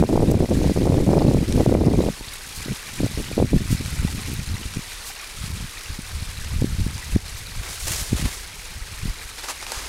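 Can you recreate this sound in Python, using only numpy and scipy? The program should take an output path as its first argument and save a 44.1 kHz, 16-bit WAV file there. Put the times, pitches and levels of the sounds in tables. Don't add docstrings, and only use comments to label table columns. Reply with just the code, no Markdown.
import sys
import numpy as np
from scipy import signal
from scipy.fft import rfft, irfft, next_fast_len
from scipy.io import wavfile
from scipy.ndimage import uniform_filter1d, minimum_filter1d

SR = 44100
rng = np.random.default_rng(int(sys.argv[2]) if len(sys.argv) > 2 else 0)


def dump(signal):
    limited = np.clip(np.atleast_2d(signal).T, -1, 1)
    pcm = np.round(limited * 32767).astype(np.int16)
    wavfile.write(sys.argv[1], SR, pcm)


N = 435708
TIME = np.arange(N) / SR


def from_db(db):
    return 10 ** (np.asarray(db) / 20)


def rms_one(x):
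    return x / np.sqrt(np.mean(x ** 2) + 1e-20)


def in_time(rows):
    times, *columns = np.transpose(rows)
    return [np.interp(TIME, times, column) for column in columns]


def cut(x, hz, kind, order=2):
    return signal.sosfilt(signal.butter(order, hz, kind, fs=SR, output="sos"), x)


def shaped(x, spectrum):
    padded = np.pad(x, (0, next_fast_len(N + SR // 10) - N))
    hz, db = np.transpose(spectrum)
    f = np.maximum(np.fft.rfftfreq(len(padded), 1 / SR), 1)
    roll_off = np.minimum(1, f / hz[0]) ** 2 * np.minimum(1, hz[-1] / f) ** 2
    gain = from_db(np.interp(np.log(f), np.log(hz), db))
    return rms_one(irfft(rfft(padded) * roll_off * gain, len(padded)))[:N]


def drift(corner_hz):
    step, settle = 40, 2000
    pole = np.exp(-2 * np.pi * step * corner_hz / SR)
    noise = rng.standard_normal(N // step + settle + 2)
    slow = signal.lfilter([1], [1, -2 * pole, pole * pole], noise)[settle:]
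    return np.interp(np.arange(N) / step, np.arange(len(slow)), rms_one(slow))


def impacts(per_s, spread_db):
    size = from_db(spread_db * np.minimum(rng.exponential(1, N), 5))
    return size * rng.choice([-1, 1], N) * (rng.random(N) < per_s / SR)


def swell(start, length, rise_s, fall_s):
    outside = np.maximum(start - TIME, 0) / rise_s + np.maximum(TIME - start - length, 0) / fall_s
    return np.exp(-np.minimum(outside, 20))


def swells(rows, rise_s, fall_s):
    return np.sqrt(sum((from_db(db) * swell(t, length, rise_s, fall_s)) ** 2 for t, length, db in rows))


# t/s, level/dB, speed/(m/s)
BREEZE = [(0, -17.5, 5.24), (.3, -15.5, 4.7), (.65, -19, 4.33), (1.15, -14.5, 5.35), (1.45, -17.5, 4.44),
          (1.75, -14, 5.22), (2.09, -18, 4.8), (2.15, -45.5, 2.25), (2.82, -51, 1.82), (3.05, -34.5, 2.82),
          (3.9, -29.5, 2.3), (4.7, -37, 2.1), (4.95, -51.5, 1.24), (5.25, -55, 1.076), (6.35, -35, 1.2),
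          (6.95, -33, 1.6), (7.3, -36.5, 1.37), (8.45, -43.5, 1.126), (9.0, -38.5, 1.44),
          (9.5, -50.5, 0.85), (9.88, -44, 1.12)]
# t/s, depth/dB
LULLS = [(.074, 15), (.385, 8), (0.474, 26), (.738, 16), (1.056, 14), (1.406, 5.5), (1.463, 19),
         (1.648, 15), (5.83, 15), (7.02, 18)]
# t/s, duration/s, level/dB, speed/(m/s)
GUSTS = [(2.57, .06, -33.5, 2.13), (2.66, 0.071, -27, 3.2), (2.993, 0.069, -21.5, 3.9),
         (3.178, 0.03506, -24, 3.9), (3.382, 0.063, -19, 4.8), (3.531, .04, -17, 4.1),
         (3.596, 0.031, -26, 3.3), (3.692, 0.061, -21, 2.68), (3.977, 0.099, -24, 2.34),
         (4.128, .06, -28, 2.34), (4.271, 0.062, -26.5, 2.9), (4.361, 0.041, -26.5, 2.32),
         (4.471, 0.079, -26, 2.21), (4.6, 0.078, -31.5, 2.27), (4.747, 0.047, -27.5, 2.08),
         (5.353, 0.079, -36, 1.62), (5.439, 0.22, -31, 2.08), (5.899, .025, -25.5, 1.3),
         (6.104, 0.082, -28, 1.25), (6.39, .11, -28.5, 1.3), (6.52, 0.15, -23, 1.9),
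         (6.689, 0.0618, -25.5, 1.73), (6.785, .11, -25, 2), (7.129, 0.0491, -21, 1.67),
         (7.533, 0.076, -31, 1.3), (7.841, .19, -33.5, 1.22), (8.111, 0.054, -25.5, 1.31),
         (8.196, 0.071, -22, 2.14), (8.902, 0.049, -33.5, 1.3), (9.035, .06, -25.5, 1.4)]
def airflow(lull_s=0.016):
    breeze_db, speed = in_time(BREEZE)
    lull_db = sum(db * np.exp(-np.minimum(((TIME - t) / lull_s) ** 2, 20)) for t, db in LULLS)
    power = from_db(breeze_db - lull_db) ** 2
    weighted_speed = power * speed
    for t, length, db, gust_speed in GUSTS:
        gust_power = (from_db(db) * swell(t, length, rise_s=.005, fall_s=.008)) ** 2
        power += gust_power
        weighted_speed += gust_power * gust_speed
    return 10 * np.log10(power), weighted_speed / power


def add_eddy(out, t, height, hz, phase):
    width = SR / (2 * np.pi * hz)
    span = np.arange(max(0, int(t * SR - 6 * width)), min(N, int(t * SR + 6 * width)))
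    u = (span - t * SR) / width
    u = 0.89 * u + 0.2 * np.tanh(2 * u)
    odd = np.sqrt(np.e) * u * np.cos(phase)
    even = (1 - u * u) * np.sin(phase)
    out[span] += height * (odd + even) * np.exp(-u * u / 2)


# t/s, level/dB, nominal f/Hz
BUFFETS = [(.026, 0.5, 375), (.038, -3.5, 390), (.091, -12.5, 380), (0.129, -12, 388), (.177, -1.5, 392),
           (.204, -9, 340), (.231, -7, 280), (.321, -7, 295), (.344, -8.5, 300), (0.447, -13, 290),
           (.52, -9, 253), (.616, -15.5, 380), (.697, -10, 297), (.775, -9.5, 310), (.875, -10, 327),
           (.9, -2, 130), (1.133, -3.5, 310), (1.181, -6.5, 348), (1.208, -13, 370), (1.251, -2, 200),
           (1.347, -3.5, 220), (1.607, -6, 340.3), (1.663, -0.5, 304), (1.696, -8, 309.8), (1.725, -4, 290),
           (1.751, 3, 292), (1.838, -7.5, 270), (2.006, -7, 280.2), (2.087, -9, 328), (2.21, -26, 222),
           (3.004, -10.5, 200), (3.034, -8, 188), (3.315, -19.5, 300.2), (3.38, -3.5, 260.5),
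           (3.401, -5, 320), (3.426, -4.5, 280), (3.533, -8.5, 236), (3.729, -10.5, 130), (4.05, -9, 125.6),
           (5.992, -20, 118), (6.225, -21.5, 79.6), (6.622, -12.5, 219.4), (6.645, -7, 150),
           (6.798, -17.5, 118.6), (6.866, -14, 134.8), (7.163, -0.5, 154.8), (8.131, -8, 159),
           (8.152, -23, 165), (8.26, -17.5, 139), (9.056, -16, 105.1)]
# f/Hz, relative level/dB
SLOW_EDDY_SPECTRUM = [(15, 1), (35, -7), (60, -3), (90, 0), (130, -12.5), (200, -21.5)]
def wind(size_m=0.025, spacing_m=.017, size_octaves=0.56, flutter_db=3.5, port_hz=1640, count=3000):
    pressure_db, speed = airflow()
    unsteadiness = np.sqrt(2 / np.maximum(speed, 1))
    mean_db = pressure_db + 0.66 + flutter_db * unsteadiness * drift(46.4)
    travel_m = np.cumsum(speed) / SR
    positions_m = np.cumsum(rng.gamma(2, spacing_m / 2, count))
    arrivals = np.searchsorted(travel_m, positions_m)
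    traits = rng.standard_normal((count, 2)).clip(-1.6, 1.6)
    phases = rng.uniform(0, 2 * np.pi, count)
    eddies = np.zeros(N)
    for i, (smallness, strength), phase in zip(arrivals[arrivals < N], traits, phases):
        height = from_db(mean_db[i] + 3.5 * strength - 0.5 * smallness)
        hz = speed[i] / size_m * 2 ** (size_octaves * smallness)
        add_eddy(eddies, i / SR, height, hz, phase)
    for t, db, hz in BUFFETS:
        add_eddy(eddies, t, from_db(db), hz, rng.uniform(0, 2 * np.pi))
    buffeting = cut(eddies, port_hz, "low", order=3)
    rumble_gain = from_db(pressure_db - 5.5) * (2 / np.maximum(speed, .5)) ** 0.21
    rumble = rumble_gain * shaped(rng.standard_normal(N), SLOW_EDDY_SPECTRUM)
    puffs = from_db(1.5 * drift(19))
    return buffeting + rumble * puffs


def ring(clicks, hz, t60):
    r, w = from_db(-60 / (t60 * SR)), 2 * np.pi * hz / SR
    return signal.lfilter([0, np.sin(w)], [1, -2 * r * np.cos(w), r * r], clicks + 1e-18)


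def bubbles(per_s, cycles, spread_db, low_hz, high_hz, sizes):
    clicks = impacts(per_s, spread_db)
    size = rng.integers(0, sizes, N)
    pitches = np.geomspace(low_hz, high_hz, sizes) * rng.uniform(.98, 1.02, sizes)
    return rms_one(sum(hz * ring(clicks * (size == k), hz, cycles / hz) for k, hz in enumerate(pitches)))


# t/s, level/dB; the water ducks briefly near 3.5 s, under a hard gust
SPLASH_LEVEL = [(0, -39.5), (.42, -42.5), (.65, -39.3), (1.0, -41.5), (1.35, -41), (1.6, -39.5), (2.2, -40.5),
                (2.6, -39), (3.3, -39), (3.48, -41.6), (3.7, -39.5), (4.1, -38), (4.4, -39.5), (4.7, -40),
                (5.35, -39.5), (6.3, -40.5), (7.05, -39.5), (7.5, -40.5), (8.85, -41), (9.1, -39.5), (9.35, -41.5)]
# f/Hz, relative level/dB
SPLATTER_SPECTRUM = [(200, -21), (420, -3), (620, -8), (900, -4), (1300, -3.5), (2000, -0.5), (2450, -0.5),
                     (3000, -7), (4100, -3), (5400, -7), (7000, -17), (10000, -19)]
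# f/Hz, relative level/dB
SPRAY_SPECTRUM = [(3000, -6), (4500, -7), (6000, -6.5), (7200, -6.5), (9700, -7), (12500, -13.5),
                  (15500, -22.5)]
def overflow(clump_db=0.82, mist_db=1.5, surge_db=0.56, wash_db=-1.0):
    flow_db, = in_time(SPLASH_LEVEL)
    drops = rms_one(impacts(per_s=5000, spread_db=2.5))
    fizz = bubbles(per_s=1500, cycles=45, spread_db=3.0, low_hz=609.4, high_hz=6480, sizes=40)
    wash = from_db(wash_db) * rng.standard_normal(N)
    clumps = from_db(clump_db * drift(33))
    splatter = shaped((drops + from_db(-1.5) * fizz + wash) * clumps, SPLATTER_SPECTRUM)

    droplets = rms_one(impacts(per_s=9000, spread_db=4.0)) + from_db(wash_db) * rng.standard_normal(N)
    pings = bubbles(per_s=330, cycles=57, spread_db=3.0, low_hz=5000, high_hz=13750, sizes=16)
    flicker = from_db(mist_db * drift(82))
    spray = shaped((droplets + from_db(-9.5) * pings) * flicker, SPRAY_SPECTRUM)

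    spray_db = flow_db.mean() + 1.3 * (flow_db - flow_db.mean()) - 0.5
    water = from_db(flow_db) * splatter + from_db(spray_db) * spray
    return water * from_db(surge_db * drift(13.6))


# f/Hz, relative level/dB
FAR_RUMBLE_SPECTRUM = [(20, 4), (50, 1), (80, -16.5), (120, -19), (250, -18.5), (500, -18.5), (1000, -39)]
def far_rumble(level_db=-44.0):
    return from_db(level_db) * shaped(rng.standard_normal(N), FAR_RUMBLE_SPECTRUM)


# t/s, level/dB, duration/s, lower cutoff f/Hz
SPURTS = [(0.315, -31.5, 0.0081, 6000), (2.339, -35, 0.01, 6040), (2.569, -36, .036, 3994),
          (3.724, -32, 0.053, 2390), (4.339, -33, 0.0067, 10090), (5.08, -37, .068, 5000),
          (7.384, -39, 0.041, 3470)]
def spurts(top_hz=11500):
    out = np.zeros(N)
    for t, db, length, low_hz in SPURTS:
        near = np.abs(TIME - t) < 2 * length
        noise = rng.standard_normal(near.sum())
        hiss = rms_one(cut(cut(noise, low_hz, "high"), top_hz, "low"))
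        envelope = np.exp(-(2 * (TIME[near] - t) / length) ** 2)
        out[near] += from_db(db) * hiss * envelope
    return out


# t/s, level/dB, starting f/Hz
PLOPS = [(1.19, -24, 4970), (3.583, -28.5, 1721), (3.99, -29, 1470), (4.079, -32, 827), (4.567, -27, 1945),
         (4.631, -26, 2895), (4.769, -30, 2370), (5.1, -33, 764), (5.165, -29, 2670)]
def plops(cycles=45, rise=0.11):
    out, age = np.zeros(N), np.arange(SR // 10) / SR
    for t, db, hz in PLOPS:
        life = age * hz / cycles
        tone = np.sin(2 * np.pi * hz * age * (1 + rise * life))
        out[round(t * SR):][:len(age)] += from_db(db - 60 * life) * tone
    return out


# t/s, relative level/dB, level of knock re crack/dB
SNAPS = [(1.5243, -29, -24), (3.8601, -31, -10), (4.7382, -32, -26), (6.4463, -33, -10), (6.98, -32, -21),
         (9.4853, -28, -5.5), (9.4968, -32, -6.5), (9.626, -31, -4), (9.6659, -28.5, -9.5),
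         (9.719, -21.5, -7)]
def slaps_and_snaps(crack_s=0.0018, knock_s=0.0034, gain_db=5.5):
    out, age = np.zeros(N), np.arange(SR // 20) / SR
    for t, db, knock_db in SNAPS:
        bright = cut(cut(rng.standard_normal(len(age)), 1000, "high"), 8500, "low", order=3)
        dull = cut(rng.standard_normal(len(age)), [500, 1300], "band")
        crack = rms_one(bright) * np.exp(-age / crack_s)
        knock = rms_one(dull) * np.exp(-age / knock_s)
        out[round(t * SR):][:len(age)] += from_db(db + gain_db) * (crack + from_db(knock_db) * knock)
    return out


# t/s, duration/s, relative hiss level/dB, relative scrape level/dB
STROKES = [(7.634, 0.062, -42.5, -39), (7.706, 0.033, -37.5, -49), (7.8, .06, -36.5, -45),
           (7.872, .05, -30, -32), (7.94, 0.088, -32, -36.5), (8.095, 0.036, -40, -42),
           (8.172, 0.014, -33.5, -30.5), (8.255, .005, -37, -33), (8.299, 0.056, -39.5, -50)]
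# f/Hz, relative level/dB
CLOTH_SPECTRUM = [(180, -33), (300, -6), (600, -5.5), (1460, -7), (2100, -5), (2690, -6), (7250, -7),
                  (9930, -9.5), (15500, -21)]
def sleeve(hiss_db=1.0, scrape_db=-2.5, catch_db=1.5, split_hz=4060, rise_s=0.013, fall_s=0.057):
    slips = impacts(per_s=16000, spread_db=3.5) * from_db(catch_db * drift(72.4))
    friction = shaped(slips, CLOTH_SPECTRUM)
    scrape = signal.sosfiltfilt(signal.butter(2, split_hz, fs=SR, output="sos"), friction)
    hiss = friction - scrape
    hiss_gain = swells([(t, length, db + hiss_db) for t, length, db, _ in STROKES], rise_s, fall_s)
    scrape_gain = swells([(t, length, db + scrape_db) for t, length, _, db in STROKES], rise_s, fall_s)
    return scrape_gain * rms_one(scrape) + hiss_gain * rms_one(hiss)


# t/s, duration/s, relative level/dB
CRUNCHES = [(9.385, 0.0047, -31.5), (9.44, 0.0057, -28.5), (9.49, 0.02, -26.5), (9.626, .006, -33),
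            (9.68, .2, -33.5), (9.725, .06, -33)]
# f/Hz, relative level/dB
STRAW_SPECTRUM = [(120, -54), (200, -22), (227, -8), (371, -2), (544, -4.5), (957, 1), (2960, -4),
                  (6710, -3.5), (10800, -10), (15500, -23)]
def straw(gain_db=-2.0, clump_db=0.1):
    cracks = impacts(per_s=12000, spread_db=3.0) * from_db(clump_db * drift(49.0))
    presses = swells(CRUNCHES, rise_s=0.011, fall_s=0.017)
    return from_db(gain_db) * presses * shaped(cracks, STRAW_SPECTRUM)


def scene():
    water = overflow() + spurts() + plops()
    return (water + slaps_and_snaps() + sleeve() + straw() + wind() + far_rumble())[None]


def limiter(x, ceiling_db=-5.0, release_db_per_s=32, window=111):
    excess_db = np.maximum(20 * np.log10(np.abs(x) + 1e-9) - ceiling_db, 0)
    release_db = release_db_per_s * TIME
    reduction_db = np.maximum.accumulate(excess_db + release_db) - release_db
    gain_db = uniform_filter1d(minimum_filter1d(-reduction_db, size=window), size=window)
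    return x * from_db(gain_db)


def record(dry, headroom=1.56, notch_hz=7634, cutoff_hz=15700):
    rounded = headroom * np.tanh(dry[0] / headroom)
    notched = signal.lfilter(*signal.iirnotch(notch_hz, Q=80, fs=SR), limiter(rounded))
    low_pass = signal.ellip(10, .2, 90, cutoff_hz, fs=SR, output="sos")
    return signal.sosfilt(low_pass, notched)[None]


dry = scene()
out = record(dry)
dump(out)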